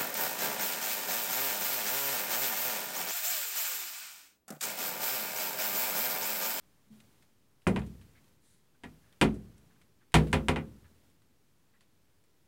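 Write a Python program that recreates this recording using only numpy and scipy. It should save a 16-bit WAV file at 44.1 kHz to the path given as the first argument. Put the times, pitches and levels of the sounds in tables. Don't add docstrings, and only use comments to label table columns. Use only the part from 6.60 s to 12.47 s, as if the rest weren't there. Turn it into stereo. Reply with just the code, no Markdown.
import sys
import numpy as np
from scipy import signal
from scipy.fft import rfft, irfft, next_fast_len
from scipy.io import wavfile

SR = 44100
rng = np.random.default_rng(int(sys.argv[2]) if len(sys.argv) > 2 else 0)


def invert_db(x):
    u = np.asarray(x, float) / 20
    return 10 ** u


def wav_out(sig):
    wavfile.write(sys.argv[1], SR, np.round(np.clip(np.atleast_2d(sig).T, -1, 1) * 32767).astype(np.int16))


N = 258867

# frequency in Hz, left-right likeness from -1 to 1.
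ALIKE = [(60, 1), (190, .97), (320, 0.68), (640, 0.52), (1410, 0.094), (3100, -0.17), (6820, -0.3),
         (15000, -0.64)]
BANDS_HZ = np.geomspace(60, 14000, 13)


def unit(x):
    return x / np.sqrt(np.mean(x ** 2) + 1e-20)


def along(points, hz):
    f, v = np.transpose(points)
    return np.interp(np.log(hz + 1), np.log(f + 1), v)


def filtered(x, response):
    m = next_fast_len(x.shape[-1] + 4096)
    spectrum = rfft(x, m) * response(np.fft.rfftfreq(m, 1 / SR))
    return irfft(spectrum, m)[..., :x.shape[-1]]


def rush(size, spectrum, alike):
    def mid_and_side(hz):
        turn = np.arccos(np.clip(along(alike, hz), -1, 1)) / 2
        return invert_db(along(spectrum, hz)) * [np.cos(turn), np.sin(turn)]

    mid, side = filtered(rng.standard_normal((2, size)), mid_and_side)
    return unit(np.array([mid + side, mid - side]))


def add(out, s, x):
    out[:, round(s * SR):][:, :x.shape[1]] += x


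def doors():
    # start in seconds, crack, treble, boom and first front in dB.
    blows = [
        (1.068, -17, -34, 1.5, 6),
        (1.1613, -23.5, -30, -4, 3),
        (2.2353, -34, -22.5, -5, -1.5),
        (2.613, -8.5, -21, -6, 2),
        (3.5415, -5.5, -19, -5.5, 0),
        (3.7292, -11, -23, -8, 0.5),
        (3.8842, -12.5, -23.5, -7, 3),
        (3.9604, -20.5, -34, -8, 1),
    ]
    strike_point = [0, 5, 4, 1, 2, 3, 3, 3]
    # frequency in Hz, level in dB, 60 dB decay in seconds.
    near_door = [(44.2, -19.5, 0.7), (103.7, -5.5, 0.3), (165.5, 2, 0.12), (186.3, 5.5, 0.24),
                 (208, -4.5, 0.35), (250, -7.5, 0.43), (358.7, 0.5, 0.18), (398.5, -19, 0.62),
                 (467.6, -6, 0.2), (490, -27, 0.47), (766.6, -22, 0.11), (1700, -18.5, 0.12),
                 (1740, -20, .1)]
    far_door = [(55.06, -8, .5), (72, -17, 0.3), (100, -9, 0.24), (135, -9.5, 0.078), (155.4, -1.5, 0.3),
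                (212.5, 0, 0.43), (257.4, -1, 0.3), (281, -2, 0.3), (303.5, 5, 0.13), (363, -5, .32),
                (397, -7, .32), (418, -9.5, .27), (526, -11, 0.26)]
    slam = [(63.7, -2.5, 0.42), (117.6, -3.5, 0.27), (155.8, 2, 0.4), (210.7, -12, 1), (250.3, -3, 0.27),
            (338, -3.5, 0.28), (427, -7.5, 0.33), (485.7, -16, 0.52)]
    rattle = [(60.8, -8, 0.72), (82, 0, 0.23), (154.8, 1, 0.31), (222, -8.5, .5), (253.2, 1.5, 0.22),
              (339.5, -8.5, 0.35), (415.4, -4.5, .27), (528, -7.5, 0.33)]
    tap = [(60, -7, 0.5), (102, -8.5, 0.41), (159, -8.5, 0.75), (210.7, 0, 0.21), (248.7, 2.5, 0.27),
           (281.2, -4.5, .2), (395.4, -18, 0.15), (478, -7, 0.23), (1713, 2.5, 0.1), (1900, 4.5, 0.107),
           (2070, -1.5, 0.09)]
    rebound = [(64.7, -1, .6), (92.8, -10, 0.66), (127.1, 0, 0.44), (168.4, -2, 0.48), (192, 1.5, 0.25),
               (210.2, 5, 0.39), (223, -20, 0.25), (322, -21, 0.24), (432, -16.5, .25), (556, -20, 0.33),
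               (745, -28, 0.19)]
    # frequency in Hz, level in dB, 60 dB decay in seconds.
    panel = [(709, 0.5, 0.14), (772, -3, 0.25), (831, 0.5, .18), (944, -3, 0.19), (983, 0.5, .2),
             (1362, -5.5, 0.11), (1397, -3.5, 0.16), (1862, -0.5, .15), (2032, -3.5, 0.2),
             (2105, -5.5, 0.2), (2230, -8.5, 0.2), (2444, 0.5, 0.17), (2768, -7, 0.16), (3080, -6, 0.11)]
    # frequency in Hz, width in Hz, level in dB.
    hard_crack = [(1930, 2200, -2), (3200, 1700, -5), (8440, 2000, -13)]
    # frequency in Hz, width in Hz, level in dB.
    pushed_crack = [(1340, 610, 6), (2470, 460, 1), (8600, 3200, -17)]
    strike_modes = [near_door, far_door, slam, rattle, tap, rebound]
    near_mid_db, far_mid_db = -4, -8.5
    push_hz, push_t60_s, push_db = 85, 0.13, -15.5

    out = np.zeros((2, N + SR))
    t = np.arange(int(.9 * SR)) / SR
    shared_room = answers(len(t), late_slower=7.3)
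    panel_t = t[:SR // 4]
    damping = invert_db(-(panel_t / .022) ** 2)
    hard = fronts(hard_crack, walls_db=-3.5)
    pushed = fronts(pushed_crack, walls_db=-18.5)
    push = np.minimum(t * push_hz, 1) * np.sin(2 * np.pi * push_hz * t)
    for (s, db, treble_db, boom_db, front_db), point in zip(blows, strike_point):
        mid_db = near_mid_db if point in (0, 5) else far_mid_db
        low, mid, high = pushed if point == 0 else hard
        tone = [(90, boom_db - 6.0), (300, boom_db + 0.5), (500, boom_db - 2.0), (700, mid_db + 3.0),
                (2200, -1.0), (4000, 0.57 * (treble_db + 22)), (7000, treble_db + 16.0)]
        tilt = invert_db(along(tone, BANDS_HZ))
        room = 0.73 * shared_room + .7 * answers(len(t), late_slower=3)
        add(out, s, invert_db(db - 6.5) * np.tensordot(tilt, room, 1))
        add(out, s, invert_db(db + boom_db - 5.0) * boom(strike_modes[point], t, swell=.006))
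        add(out, s, (push * invert_db(db + push_db - 60 * t / push_t60_s))[None])
        add(out, s, invert_db(db - 17.5) * boom(panel, panel_t, swell=.002) * damping)
        add(out, s, invert_db(db + front_db + 25.0) * (low - mid + invert_db(treble_db + 16.5) * high))
    return out[:, :N]


def fronts(crack, walls_db):
    # delay in seconds, left level in dB, right level in dB.
    walls = [(0, 5.5, -6), (.0031, -4.5, -2.5), (.0047, -7.5, -2.5), (.0058, -5.5, -5), (.0075, -4, -8),
             (.0095, -9.5, -4.5), (0.0116, -10.5, -8.5)]
    echoes = np.zeros((2, SR // 30))
    for s, left_db, right_db in walls:
        level = invert_db(np.array([left_db, right_db]) + walls_db * (s > 0))
        sign = rng.choice([-1, 1], 2) if s > .004 else 1
        echoes[:, 20 + round(s * SR)] = level * sign

    def mode(f, c, w):
        return 1j * f * w / (c * c - f * f + 1j * f * w)

    def front(c, w, db):
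        def response(f):
            return invert_db(db) * mode(f, c, w) * mode(f, c, 3 * w) / (1 + 1j * f / (0.62 * c)) ** 2
        return filtered(echoes, response)

    return [front(c, w, db) for c, w, db in crack]


def boom(modes, t, swell):
    hz, db, t60 = np.transpose(modes)[:, :, None]
    wander = np.cumsum(rng.standard_normal((len(modes), len(t))), 1)
    drift = wander * (.6 + hz / 220) / np.sqrt(SR)
    apart = np.minimum(hz / 480, np.pi / 2) ** 1.1 * (-1) ** np.arange(len(modes))[:, None]
    start = rng.uniform(0, 2 * np.pi, hz.shape) * (hz > 600)
    grow = 1 - np.exp(-t / (swell + 0.4 / hz))
    level = invert_db(db - 60 * t / t60) * grow
    phase = 2 * np.pi * hz * t + drift + start
    left = (level * np.sin(phase + apart / 2)).sum(0)
    right = (level * np.sin(phase - apart / 2)).sum(0)
    return np.array([left, right])


def answers(size, late_slower):
    # frequency in Hz, density in dB per Hz.
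    wood = [(30, -30), (60, -6), (400, -4.5), (3400, -16.5), (5500, -31), (8500, -32), (13000, -33),
            (15800, -48.5)]
    # frequency in Hz, 60 dB decay in seconds.
    room_decay = [(40, 0.51), (110, 0.85), (280, .4), (740, .2), (1400, 0.17), (3600, .13), (6000, 0.13),
                  (13500, 0.11)]
    # frequency in Hz, level below the first answer in dB.
    late_tail = [(60, -29.5), (150, -32), (400, -35.5), (1500, -38.5), (8000, -43)]
    t = np.arange(size) / SR
    noise = rush(size, wood, ALIKE)
    steps = np.arange(len(BANDS_HZ))
    band_steps = list(zip(BANDS_HZ, steps))

    def band(k):
        return filtered(noise, lambda hz: np.clip(1 - abs(along(band_steps, hz) - k), 0, 1))

    t60 = along(room_decay, BANDS_HZ)[:, None]
    late_db = along(late_tail, BANDS_HZ)[:, None]
    fall = invert_db(-60 * t / t60) + invert_db(late_db - 60 * t / (late_slower * t60))
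    rise = 1 - np.exp(-t / (.0012 + 0.3 / BANDS_HZ[:, None]))
    return np.array([band(k) for k in steps]) * (fall * rise)[:, None]


def claws():
    # start in seconds, level in dB, treble in dB, 60 dB decay in seconds.
    ticks = [(.403, -54, -7, 0.05), (0.529, -73, 0, 0.078), (0.624, -60, -7, .08), (1.019, -65.5, -6, 0.12),
             (1.0726, -43, 3, 0.12), (1.192, -50.5, -4.5, 0.067), (1.2178, -48.5, -39, 0.13),
             (1.2647, -59.5, -2.5, 0.13), (1.4137, -60, -7, 0.14), (1.6435, -66, -8.5, 0.057),
             (1.6792, -72.5, 0.5, 0.075), (2.5262, -58.5, -9, 0.062), (2.742, -62, 1.5, 0.13),
             (2.9793, -66.5, 3, 0.06), (3.2148, -58.5, -9.5, 0.089), (3.52, -60.5, -3.5, 0.047),
             (3.528, -61.5, -11.5, 0.04), (3.671, -51, -9, 0.12), (3.683, -56, -12.5, 0.1),
             (3.717, -68.5, 11, 0.026), (4.4995, -73, 2, 0.066), (4.6193, -69, -5, 0.07),
             (5.208, -61, -8, 0.15), (5.6392, -71, -1, 0.062)]
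    # frequency in Hz, density in dB per Hz.
    claw_colour = [(300, -25), (800, -4), (2200, 5.5), (4500, -1.5), (6000, -9.5), (9500, -8), (13000, -15),
                   (15800, -23.5)]
    out = np.zeros((2, N + SR))
    t = np.arange(SR // 5) / SR
    for s, db, treble_db, t60 in ticks:
        puff = rush(len(t), claw_colour, ALIKE)
        treble = [(3500, 1), (6000, treble_db + 5.0)]
        puff = filtered(puff, lambda hz: invert_db(along(treble, hz)))
        decay = invert_db(-60 * t / t60) + invert_db(-2.5 - 60 * t / 0.0076)
        add(out, s, invert_db(db - 3.0) * puff * decay)
    return out[:, :N]


def hinge_and_paw():
    # start in seconds, length in seconds, level in dB, resonance in Hz.
    scuffs = [(1.55, 0.035, -64.5, 2040), (2.145, 0.012, -71, 1490), (2.43, 0.12, -74, 1660),
              (3.1, 0.029, -71, 1700), (3.15, 0.024, -73, 1560), (3.405, 0.0283, -68.5, 1700),
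              (4.24, 0.023, -63.5, 1638), (5.135, 0.039, -71, 1807)]
    # start in seconds, level in dB, main mode in Hz.
    pads = [
        (.258, -64, 198.2),
        (.302, -46, 215.3),
        (4.234, -54, 82),
    ]
    out = np.zeros((2, N + SR))
    t = np.arange(SR // 2) / SR
    for s, length, db, hz in scuffs:
        resonance = [(hz * 0.35, -25), (hz * 1.1, -4), (hz, 0), (hz * 0.73, -4), (hz * 2.3, -25), (hz * 4, -60)]
        grit = rush(len(t), resonance, ALIKE)
        fade = invert_db(-60 * np.clip(t - length, 0, 1) / .06)
        add(out, s, invert_db(db) * grit * np.clip(t / 0.0035, 0, 1) * fade)
    for s, db, hz in pads:
        modes = [(hz, 0, .4), (hz * 0.71, -12, .3), (255, -16, .25), (430, -22, .2)]
        add(out, s, invert_db(db) * boom(modes, t, swell=0.0034))
    return out[:, :N]


def fur():
    # start in seconds, length in seconds, level in dB.
    strokes = [
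        (0.299, .15, -81.5),
        (1.803, 0.137, -71),
    ]
    # frequency in Hz, density in dB per Hz.
    fur_colour = [(880, -29), (1500, -3), (2270, -1.5), (2450, -11.5), (3930, 1), (5300, -8.5),
                  (9540, -5.5), (15000, -14)]
    rise_s, fall_db_per_s = .05, 150
    s, length, db = np.transpose(strokes)[:, :, None]
    t = np.arange(N) / SR - s
    fade = invert_db(db - fall_db_per_s * np.clip(t - length, 0, 1))
    level = (np.clip(t / rise_s, 0, 1) * fade).sum(0)
    return level * rush(N, fur_colour, ALIKE)


def phone_shadow(close):
    # frequency in Hz, left minus right in dB.
    shadow = [(60, 3), (200, -0.5), (1290, 0.45), (2380, 1), (4400, 8.5), (8120, 21), (10500, 20),
              (12500, 6.5), (15000, 8)]

    def response(hz):
        half_db = along(shadow, hz) / 2
        return invert_db([half_db, -half_db])

    return filtered(close, response)


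def floor():
    # start in seconds, lift in dB, open time in seconds.
    openings = [
        (0, 3, 0.31),
        (0.299, 7.5, 0.33),
        (1.07, 11.5, 0.63),
        (2.235, 6.5, .4),
        (2.613, 7.5, .6),
        (3.54, 15, .4),
        (3.88, 8.5, 0.61),
    ]
    # frequency in Hz, density in dB per Hz.
    air = [(290, -32.5), (500, -4), (750, -6), (806, -4), (1360, -6.5), (1480, -7), (4780, -11),
           (15900, -15)]
    # frequency in Hz, density in dB per Hz.
    house = [(10, -29), (38, -11.5), (60, -7), (110, -3), (250, -7), (450, -12), (700, -24), (910, -46.5),
             (1540, -120)]
    hiss_db, rumble_db = -79.5, -71.5
    rumble_follows = 0.78
    open_s, settle_s, close_s = .03, 0.61, 0.11
    s, db, hold = np.transpose(openings)[:, :, None]
    t = np.arange(N) / SR - s
    gate = np.clip(np.minimum(t / open_s, 1 - (t - hold) / close_s), 0, 1)
    lift_db = (db * np.exp(-abs(t) / settle_s) * gate).max(0)
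    hiss = invert_db(hiss_db + lift_db + 7) * rush(N, air, [(500, 0)])
    house_alike = [(60, 0.68), (200, 0.42), (700, .1)]
    rumble = invert_db(rumble_db + rumble_follows * lift_db) * rush(N, house, house_alike)
    return (hiss + rumble) * invert_db([[1.5], [-1.5]])


def scene():
    close = doors() + claws() + hinge_and_paw() + fur()
    return phone_shadow(close) + floor()


def low_pass(x):
    return signal.sosfilt(signal.butter(12, 16480, fs=SR, output="sos"), x)


def record(dry):
    top_hz, offset = 15830, -.0004
    mix = filtered(dry, lambda hz: hz < top_hz) + offset
    return low_pass(mix)


dry = scene()
out = record(dry)
wav_out(out)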